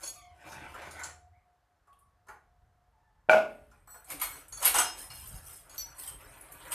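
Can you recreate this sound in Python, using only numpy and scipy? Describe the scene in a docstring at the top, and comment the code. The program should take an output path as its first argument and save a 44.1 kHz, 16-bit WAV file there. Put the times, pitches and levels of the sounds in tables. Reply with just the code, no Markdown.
"""A small hard-walled room: a plastic pipe slides over concrete and is stood on end with a hollow knock.
Short steel tubes are gathered: they scrape, clatter and clink. Faint tones, a hum and a rumble lie behind.
Impacts ring decaying modes under enveloped noise; friction is random slips through colours and modes.
Tones are sines or resonant noise; hum and rumble are shaped noise."""
import sys
import numpy as np
from scipy import signal
from scipy.fft import rfft, irfft
from scipy.io import wavfile

SR = 44100
rng = np.random.default_rng(int(sys.argv[2]) if len(sys.argv) > 2 else 0)


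def log_audio(samples):
    """Write samples as a 16-bit WAV file to the path given in sys.argv[1]."""
    # one column per channel
    frames = np.atleast_2d(samples).T
    # limit to full scale, then quantise
    limited = np.clip(frames, -1, 1)
    pcm = np.round(limited * 32767).astype(np.int16)
    wavfile.write(sys.argv[1], SR, pcm)


N = 297436
TIME = np.arange(N) / SR

# In all tables, rel_db is a relative level, before the gains of the layer.
# ring modes per steel tube: pitch_hz, rel_db, t60_s
TUBE_MODES = {"short": [(3400, -14, 0.12), (4437, -0.5, 0.21), (5880, -4.5, 0.12), (6630, 3, 0.21),
              (7640, -3, 0.18), (9900, 3.5, 0.088), (10240, -1.5, 0.21), (11100, -8, 0.086),
              (12900, -15, 0.31)], "long": [(2216, -8.5, 0.25), (4247, -17.5, 0.29), (6770, -14, 0.14),
              (8580, -6, 0.16), (9100, -14, 0.14), (11390, 3, 0.055), (13200, -6, 0.16)],
              "thin": [(4280, -15.5, 0.74), (5900, -7.5, 0.44), (7930, -0.5, 0.28), (8800, -2, 0.17),
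              (11690, -4, 0.23), (13650, -2, 0.31)], "thick": [(2840, -12.5, 0.2), (3210, -19, 0.35),
              (3694, -26, 0.37), (4100, -17, 0.33), (5170, -18.5, 0.88), (5980, -16, 0.3), (6460, -2, 0.11),
              (7980, -1, 0.14), (8440, -17, .2), (9600, 0.5, 0.087)], "wide": [(3140, -3, 0.12),
              (5155, -22.5, 0.23), (8440, 6.5, 0.067), (9800, -5, .13), (11140, -5, 0.11), (13200, -2, .1)],
              "gripped": [(2830, -1, 0.23), (4300, 0.5, 0.19), (5173, -6, 0.42)],
              "light": [(4490, -2.5, 0.094), (5860, -2, 0.17), (6200, -7, 0.096), (7666, -10, 0.17),
              (12260, 3, 0.066)]}
# air-column and wall modes of the pipe: pitch_hz, rel_db, t60_s
PIPE_MODES = [(217, -17.5, 0.33), (427, -26.5, 0.71), (588, -15.5, 0.61), (635.6, 6.5, 0.26),
              (750, -11, 0.13), (756, -3.5, 0.11), (850, -5.5, 0.12), (864, -5.5, 0.17), (1454, -1, 0.34),
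              (1484, -4.5, 0.068), (1580, -19.5, 0.2), (2332, 4, 0.096), (2363, -6, 0.18),
              (2635, -20.5, 0.52), (712, 0, 0.091), (1428, 6, 0.087)]
# spectrum of floor clacks and bumps: freq_hz, rel_db
CLACK_SPECTRUM = [(220, -24), (420, -4.5), (560, -5.5), (760, 6), (1250, 5.5), (1700, 0.5), (2400, -15.5),
                  (3600, -27)]
# spectrum of dull rubbing: freq_hz, rel_db
RUB_SPECTRUM = [(140, -5), (215, -25), (285, -2), (400, -6.5), (600, -2.5), (880, 0.5), (1960, -3.5),
                (3000, -11.5), (4500, -25.5)]
# spectrum of steel scraping and cracks: freq_hz, rel_db
SCRAPE_SPECTRUM = [(3000, -17), (5000, -34.5), (7400, -5), (8700, 4.5), (11500, 1.5), (12400, -13),
                   (13500, 6.5), (14400, -42)]


def from_db(db):
    """Decibels to amplitude gain."""
    return 10 ** (np.asarray(db) / 20)


def rms_one(x):
    """Scale to unit rms."""
    return x / np.sqrt(np.mean(x ** 2) + 1e-20)


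def at_hz(points, hz):
    """Interpolate a table on a log-frequency axis."""
    f, value = np.transpose(points)
    return np.interp(np.log(hz + 1e-9), np.log(f), value)


def gains(rows):
    """One gain curve per dB column, silent outside the table."""
    s, *columns = np.transpose(rows)
    return [from_db(np.interp(TIME, s, c, left=-np.inf, right=-np.inf)) for c in columns]


def drift(per_s):
    """Smooth random wandering through per_s knots a second; rms 1."""
    knots = rng.standard_normal(N // 100)
    return rms_one(np.interp(TIME * per_s, np.arange(len(knots)), knots))


def strokes(rows, attack_s, release_s):
    """Summed envelopes of (start_s, length_s, db) strokes: exponential swell, hold, exponential decay."""
    total = 0
    for start_s, length_s, db in rows:
        before = np.maximum(start_s - TIME, 0) / attack_s
        after = np.maximum(TIME - start_s - length_s, 0) / release_s
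        total = total + from_db(db) * np.exp(-before - after)
    return total


def strikes(hits):
    """Impulse train from (time_s, db) pairs."""
    out = np.zeros(N)
    for s, db in hits:
        out[max(0, round(s * SR))] += from_db(db)
    return out


def coloured(x, spectrum):
    """Filter to a spectrum with steep skirts past its ends; rms 1."""
    hz = np.arange(N // 2 + 1) * SR / N + 0.00085
    low_skirt = np.minimum(1, hz / spectrum[0][0]) ** 3
    high_skirt = np.minimum(1, spectrum[-1][0] / hz) ** 4
    return rms_one(irfft(rfft(x) * from_db(at_hz(spectrum, hz)) * low_skirt * high_skirt, N))


def grains(per_s, spread_db, clump_db=3.5):
    """Random tiny slips of uneven size, stronger and weaker as the pressure changes; rms 1."""
    size_db = spread_db * np.minimum(rng.exponential(1, N), 4) + clump_db * drift(45)
    slips = rng.random(N) < per_s / SR
    return rms_one(slips * from_db(size_db) * rng.choice([-1, 1], N))


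def ring(clicks, hz, t60_s):
    """Two-pole resonance: a unit click rings at about height 1; zero response at 0 Hz."""
    r = np.exp(-np.log(1000) / (t60_s * SR))
    w = 2 * np.pi * hz / SR
    return signal.lfilter([.5, 0, -.5], [1, -2 * r * np.cos(w), r * r], clicks + 1e-18)


def resonant_noise(hz, width_hz):
    """Noise through one resonance, twice for steep skirts; rms 1."""
    t60_s = np.log(1000) / (np.pi * width_hz)
    return rms_one(ring(ring(rng.standard_normal(N), hz, t60_s), hz, t60_s))


def crunch(hits, spectrum, t60_s, rise_s):
    """Each contact crushes grit: a noise burst that swells briefly and dies quickly."""
    decay = np.exp(-np.log(1000) / (t60_s * SR))
    envelope = signal.lfilter([1], [1, -decay], strikes(hits) + 1e-18)
    lag = np.exp(-1 / (rise_s * SR))
    envelope = signal.lfilter([1 - lag], [1, -lag], envelope)
    return envelope * coloured(rng.standard_normal(N), spectrum)


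def shifting(x, low_hz, high_hz, swing_db, count=18):
    """As the point of contact moves, narrow bands swell and fade each on their own; rms 1."""
    centres_hz = np.geomspace(low_hz, min(high_hz, SR / 2.2), count)
    log_hz = np.log(np.arange(N // 2 + 1) * SR / N + 1)
    spectrum = rfft(x)
    total = 0
    for weights in np.eye(count):
        band = irfft(spectrum * np.interp(log_hz, np.log(centres_hz), weights), N)
        total = total + band * from_db(swing_db * drift(24))
    return rms_one(total)


def room(x, wet_db, build_s=0.00029):
    """Direct sound plus a dense noise tail that builds up and decays octave by octave."""
    # decay time of the room: freq_hz, t60_s
    room_decay = [(150, 0.87), (700, 0.32), (2500, 0.38), (8000, 0.3), (14000, 0.25)]
    t = TIME[:SR]
    white = rfft(rng.standard_normal(SR))
    hz = np.arange(SR // 2 + 1) + 0.00099
    tail = 0
    for centre_hz in 62.5 * 2 ** np.arange(9):
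        band = irfft(white * np.maximum(0, 1 - abs(np.log2(hz / centre_hz))), SR)
        tail = tail + band * np.exp(-np.log(1000) * t / at_hz(room_decay, centre_hz))
    tail = tail * (1 - np.exp(-t / build_s))
    return x + from_db(wet_db) * signal.fftconvolve(x, tail / np.linalg.norm(tail))[:N]


def background(flutter_db=3, air_db=-77, hum_hz=77.6):
    """Steady air noise, a passing narrowband hum and an uneven low rumble with one soft thump."""
    # rumble level: time_s, level_db
    rumble_level = [(0, -66), (1.6, -74), (3.2, -67), (4.4, -63.5), (5.3, -60.5), (6.74, -59.5)]
    # soft low thump: start_s, length_s, level_db
    thump = [(5.345, 0.013, -45)]
    # hum: start_s, length_s, level_db
    hum_stroke = [(.33, 1.05, -61.5)]
    # spectra: freq_hz, rel_db
    rumble_spectrum = [(30, -7.5), (42, 4), (78, -2), (130, -8.5), (180, -15.5)]
    air_spectrum = [(130, -23.5), (380, -17), (750, -13), (1100, -13.5), (1720, -18), (2500, -27.5),
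                    (15000, -38)]
    low_level = gains(rumble_level)[0] * from_db(flutter_db * drift(9.0))
    low_level = low_level + strokes(thump, attack_s=0.024, release_s=0.027)
    rumble = low_level * coloured(rng.standard_normal(N), rumble_spectrum)
    hum = strokes(hum_stroke, attack_s=0.03, release_s=0.021) * resonant_noise(hum_hz, width_hz=19)
    air = from_db(air_db) * coloured(rng.standard_normal(N), air_spectrum)
    return rumble + hum + air


def pipe_slide(hollow_db=-8, gripped_t60_s=0.058, wander_db=4, chatter_hz=1477):
    """Plastic rasps and catches on gritty concrete; pipe modes answer in turn as the grip shifts."""
    # strokes over the floor: start_s, length_s, rub_rel_db, grit_rel_db
    slides = [(.015, 0.076, -50.5, -52), (0.489, 0.087, -44, -58.5), (0.626, 0.25, -44, -64),
              (0.938, .14, -45.5, -58)]
    # pipe wall chatter: start_s, length_s, rel_db
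    chatter_strokes = [(.97, 0.077, -44)]
    # catches on grit or bumps on the floor: time_s, dull_rel_db, gritty_rel_db
    catches = [(0.519, -43.5, -33.5), (0.741, -36.5, -37.5), (0.816, -47, -38.5), (0.909, -72, -29),
               (0.992, -38.5, -32), (1.034, -47, -22.5), (1.871, -58.5, -59), (2.268, -55, -52),
               (2.284, -37, -40.5), (3.712, -54.5, -49.5)]
    # grit spectrum: freq_hz, rel_db
    grit_spectrum = [(3000, -3), (7000, 2.5), (10000, 3.5), (14000, -6.5)]
    attack_s, release_s = 0.063, 0.023
    rub_level = strokes([(s, length, db) for s, length, db, _ in slides], attack_s, release_s)
    grit_level = strokes([(s, length, db) for s, length, _, db in slides], attack_s, release_s)

    slips = grains(1500, 1.6, clump_db=2)
    hollow = 0
    for hz, _, _ in PIPE_MODES:
        hollow = hollow + from_db(wander_db * drift(7.94)) * ring(slips, hz, gripped_t60_s)
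    rasp = shifting(coloured(slips, RUB_SPECTRUM), 250, 3500, swing_db=5)
    rubbing = rub_level * (rasp + from_db(hollow_db) * rms_one(hollow))
    chatter = strokes(chatter_strokes, attack_s, release_s) * resonant_noise(chatter_hz, width_hz=130)

    hiss = grit_level * coloured(grains(1200, 2, clump_db=2.5), grit_spectrum)
    bumps = crunch([(s, db) for s, db, _ in catches], CLACK_SPECTRUM, t60_s=0.059, rise_s=0.006)
    scuffs = crunch([(s, db) for s, _, db in catches], grit_spectrum, t60_s=0.011, rise_s=0.0079)
    grit = from_db(-3.5) * hiss + scuffs
    grit = grit.std() * shifting(grit, 3000, 14000, swing_db=3.5)
    return room(from_db(-8) * (rubbing + chatter), wet_db=-4.0) + room(from_db(-2.0) * (bumps + grit), wet_db=3)


def gathering(sing_db=-9, grind_db=-6, wander_db=6, held_t60_s=0.025, tilt_db_per_octave=4,
              jostle_db=-13, jostle_t60_s=0.058, jostles_per_s=410):
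    """Rough tube ends grind, set the steel singing and jostle, over the rub of hands and clothes."""
    # hands and clothes moving: time_s, rustle_rel_db
    handling = [(3.45, -60.5), (3.8, -71), (3.9, -68), (4.45, -62), (4.9, -52.5), (5.65, -57.5), (6.2, -55),
                (6.74, -48)]
    # tubes dragged over floor or each other: start_s, length_s, scrape_rel_db, rub_rel_db
    drags = [(0.022, 0.066, -48, -56.5), (4.1, 0.023, -45.5, -45), (4.207, 0.19, -53, -53.5),
             (4.626, 0.017, -36, -36.5), (4.774, 0.021, -46, -34.5), (4.986, 0.043, -42.5, -50),
             (5.116, .26, -49.5, -73), (5.466, 0.099, -49, -61), (5.746, 0.03, -52, -52.5),
             (5.997, 0.073, -44.5, -52), (6.21, 0.17, -59.5, -55), (6.66, 0.093, -51.5, -48)]
    attack_s, release_s = 0.018, 0.036
    hands, = gains(handling)
    drag_rub = strokes([(s, length, db) for s, length, _, db in drags], attack_s, release_s)
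    drag_scrape = strokes([row[:3] for row in drags], attack_s, release_s)
    rub_level = np.hypot(hands, drag_rub)
    scrape_level = np.hypot(from_db(-9) * hands, drag_scrape)   # handling also scrapes lightly

    cloth = shifting(coloured(grains(4000, 2, clump_db=1.5), RUB_SPECTRUM), 500, 3000, swing_db=4)
    rubbing = from_db(-5.5) * rub_level * cloth
    slips = grains(900, 1.0, clump_db=0.0)
    grinding = scrape_level * shifting(coloured(slips, SCRAPE_SPECTRUM), 6000, 14000, swing_db=4)

    # fingers damp the rings; tiny slips favour high modes; different ones answer as the contact wanders
    singing = 0
    for hz, db, _ in TUBE_MODES["thick"] + TUBE_MODES["long"] + TUBE_MODES["wide"]:
        drive_db = db / 2 + tilt_db_per_octave * np.log2(hz) + wander_db * drift(25)
        singing = singing + ring(slips * from_db(drive_db), hz, held_t60_s)

    # held tubes differ in size: small knocks wake different pitches
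    pitches_hz = np.geomspace(2706, 10980, 40)
    jostling = 0
    for hz in pitches_hz:
        knocks = rng.random(N) < jostles_per_s / len(pitches_hz) / SR
        jostling = jostling + ring(knocks, hz, jostle_t60_s)
    steel = from_db(sing_db) * rms_one(singing) + from_db(jostle_db) * rms_one(jostling)
    return room(rubbing + from_db(grind_db) * grinding + scrape_level * steel, wet_db=-5.0)


def contacts(bounce_s=.015, bounce_loss_db=6.5):
    """Every steel strike on floor or tube, each followed by one weaker bounce."""
    # strikes: time_s, tick_rel_db, clack_rel_db, ring_rel_db, tube
    clinks = [(.034, -61, -49, -42, "short"), (0.075, -61, -57, -40.5, "short"),
              (3.874, -58.5, -46.5, -55, "thin"), (3.904, -68, -62, -49.5, "thin"),
              (3.941, -52, -40, -56.5, "thin"), (4.102, -28, -40, -43.5, "long"),
              (4.198, -30, -40.5, -51, "long"), (4.215, -23, -29, -27.5, "long"),
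              (4.313, -59, -45.5, -46, "thin"), (4.525, -44, -47, -46, "short"),
              (4.573, -53, -44, -44, "short"), (4.627, -21, -30, -34, "thick"),
              (4.648, -16, -26, -49, "wide"), (4.658, -18, -33, -24.5, "long"),
              (4.688, -38, -39, -41, "wide"), (4.743, -17.5, -18.5, -31, "thick"),
              (4.755, -20, -31.5, -31, "wide"), (4.785, -16.5, -21, -20.5, "thick"),
              (5.103, -38.5, -44.5, -44.5, "gripped"), (5.493, -58, -59, -66, "gripped"),
              (5.696, -45, -55, -57.5, "short"), (5.78, -40, -54, -32, "light"),
              (5.808, -59, -70, -43, "light"), (6.076, -39.5, -48.5, -43, "wide"),
              (6.71, -35, -46, -50, "wide"), (6.719, -25.5, -35.5, -35, "wide")]
    bounces = []
    for s, *levels_db, tube in clinks:
        bounces.append((s + bounce_s, *[db - bounce_loss_db for db in levels_db], tube))
    return [row for row in clinks + bounces if row[0] < TIME[-1]]


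def tube_rings(hits, uneven_db=2, detune=0.0018, pressed_db=-15, pressed_spread=0.083, pressed_t60_s=0.083):
    """Blows ring slightly detuned modes, so they beat; contact with other tubes adds short stray partials."""
    out, click = np.zeros(N + SR), signal.unit_impulse(SR)
    for s, tick_db, _, ring_db, tube in hits:
        blow = out[round(s * SR):][:SR]   # view: adding here writes into out
        for hz, db, t60_s in TUBE_MODES[tube]:
            strength, off, *strays = rng.standard_normal(4)
            gain = from_db(ring_db + db + uneven_db * strength)
            blow += gain * ring(click, hz * (1 + detune * off), t60_s)
            for stray in strays:
                gain = from_db(tick_db + pressed_db + db / 2)
                blow += gain * ring(click, hz * np.exp(pressed_spread * stray), pressed_t60_s)
    return out[:N]


def steel_clinks():
    """Steel hits steel or concrete: dry crack, gritty tick, floor clack and the ring of the tube."""
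    # tick spectrum: freq_hz, rel_db
    tick_spectrum = [(2200, 3.5), (2900, 0), (5000, -4), (7400, -3.5), (8900, 5.5), (10400, 3.5),
                     (11500, -1), (12400, 4), (14400, -33)]
    hits = contacts()
    bright = [(s, db) for s, db, *_ in hits]
    dull = [(s, db) for s, _, db, *_ in hits]
    ticks = crunch(bright, tick_spectrum, t60_s=0.023, rise_s=0.0091)
    cracks = crunch(bright, SCRAPE_SPECTRUM, t60_s=0.012, rise_s=0.0003)
    clacks = crunch(dull, CLACK_SPECTRUM, t60_s=0.03, rise_s=0.0038)
    rings = room(from_db(-5) * tube_rings(hits), wet_db=0.1)
    ticks = room(from_db(-2.5) * ticks, wet_db=2.5)
    clacks = room(from_db(-3.0) * clacks, wet_db=3)
    return rings + ticks + clacks + from_db(-10) * cracks


def wavering_tone(hz, waver):
    """A sine of unsteady pitch and level; much unsteadiness makes it hoarse."""
    phase = 2 * np.pi * np.cumsum(hz * (1 + waver * drift(500))) / SR
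    return from_db(1.5 * drift(25)) * np.sin(phase)


def far_tones(whine_hz=715.5, fade_db=14.5, overtone_step_db=-5.5):
    """A faint fluttering tone of resonant noise, and short squeaks that swell quickly, glide and fade."""
    # fluttering tone: time_s, level_db
    whine_level = [(.12, -64.5), (.3, -63.5), (1.25, -67.5), (1.9, -89), (2.72, -76), (3.1, -84.5)]
    # squeaks: start_s, length_s, from_hz, to_hz, level_db, octave_overtone_rel_db, pitch_waver (fraction)
    squeaks = [(0.148, 0.285, 1216, 910, -67.5, 1, 0.04), (1.331, 0.17, 2060, 2230, -76, -32, 0.08),
               (1.874, 0.3, 1132, 1115, -66.5, -34, 0.02), (2.921, 0.64, 873, 898, -75.5, -20, 0.04),
               (3.041, 0.22, 1760, 1745, -76, -33.5, 0.01)]
    tones = gains(whine_level)[0] * resonant_noise(whine_hz, width_hz=27)
    for start_s, length_s, from_hz, to_hz, db, overtone_db, waver in squeaks:
        progress = np.clip((TIME - start_s) / length_s, 0, 1)
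        hz = from_hz + (to_hz - from_hz) * progress
        envelope = from_db(db + fade_db * (.5 - progress)) * np.sin(np.pi * np.sqrt(progress))
        partials_db = [0] + [overtone_db + overtone_step_db * k for k in range(4)]
        for k, partial_db in enumerate(partials_db, 1):
            tones += envelope * from_db(partial_db) * wavering_tone(k * hz, waver)
    return room(tones, wet_db=-6)


def nudges(t60_s=0.038, width_hz=180, scrape_db=-0.5):
    """Gripped tubes slip on each other: a short dry tick around one heavily damped mode, plus scrape."""
    # nudges: time_s, level_db, pitch_hz
    ticks = [(1.929, -68.5, 3140), (1.99, -64.5, 9700), (4.045, -52.5, 8120), (4.483, -48, 8740),
             (4.655, -19, 11500), (5.274, -44, 13100), (5.984, -44, 8800), (6.411, -48, 10500),
             (6.521, -44, 11700)]
    noise = rng.standard_normal(N)
    scrapes = [(s, db + scrape_db) for s, db, _ in ticks]
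    out = crunch(scrapes, SCRAPE_SPECTRUM, t60_s=t60_s, rise_s=0.00076)
    for s, db, hz in ticks:
        mode = rms_one(ring(noise, hz, np.log(1000) / (np.pi * width_hz)))
        out = out + mode * strokes([(s, 0, db)], attack_s=0.00092, release_s=t60_s / np.log(1000))
    return room(out, wet_db=1)


def pipe_knocks():
    """The rim lands and rocks on the floor; softer contacts, lowpassed, wake mainly the low modes."""
    # rim contacts: time_s, ring_rel_db, bandwidth_hz, clack_rel_db
    rim_contacts = [(3.2885, -23, 510, -43), (3.2955, -15.5, 4100, -14.5), (3.3097, -34.5, 1500, -16.5),
                    (3.3318, -21.5, 2210, -18.5), (3.3444, -15, 620, -29), (3.3681, -22.5, 598, -22)]
    # clack spectrum: freq_hz, rel_db
    knock_spectrum = [(215, -16), (430, -22), (680, 3), (950, -8.5), (1210, -14.5), (1490, -2),
                      (1770, -24.5), (2370, -10.5), (3500, -28), (5000, -31.5), (13500, -41)]
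    blows = 0
    for s, db, bandwidth_hz, _ in rim_contacts:
        soft = signal.butter(2, min(bandwidth_hz, SR / 3), fs=SR)
        blows = blows + signal.lfilter(*soft, strikes([(s, db)]) + 1e-18)
    body = sum(from_db(db) * ring(blows, hz, t60_s) for hz, db, t60_s in PIPE_MODES)
    # soft plastic radiates little treble
    body = signal.sosfilt(signal.butter(4, 3000, fs=SR, output="sos"), body)
    clack = crunch([(s, db) for s, _, _, db in rim_contacts], knock_spectrum, t60_s=0.034, rise_s=0.0016)
    return room(from_db(-6.0) * body, wet_db=-16.5) + room(from_db(-5.5) * clack, wet_db=6.5)


def scene(width_hz=4600, width_db=-12):
    """Central sources plus a scattered, mostly treble side signal of drifting level, opposite left and right."""
    mid = background() + pipe_slide() + gathering() + steel_clinks() + far_tones() + nudges() + pipe_knocks()
    highpass = signal.butter(4, min(width_hz, SR / 3), "high", fs=SR, output="sos")
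    treble = signal.sosfiltfilt(highpass, mid)
    scatter = rng.standard_normal(SR // 100)
    scatter = scatter - scatter[::-1]   # antisymmetric
    scatter = scatter / np.linalg.norm(scatter)
    scattered = signal.fftconvolve(treble + from_db(-58) * mid, scatter, "same")
    side = from_db(width_db) * drift(70) * scattered
    return np.array([mid + side, mid - side])


def record(dry, cutoff_hz=14600):
    """Steep elliptic lowpass."""
    return signal.sosfilt(signal.ellip(12, .2, 80, cutoff_hz, fs=SR, output="sos"), dry)


dry = scene()
out = record(dry)
log_audio(out)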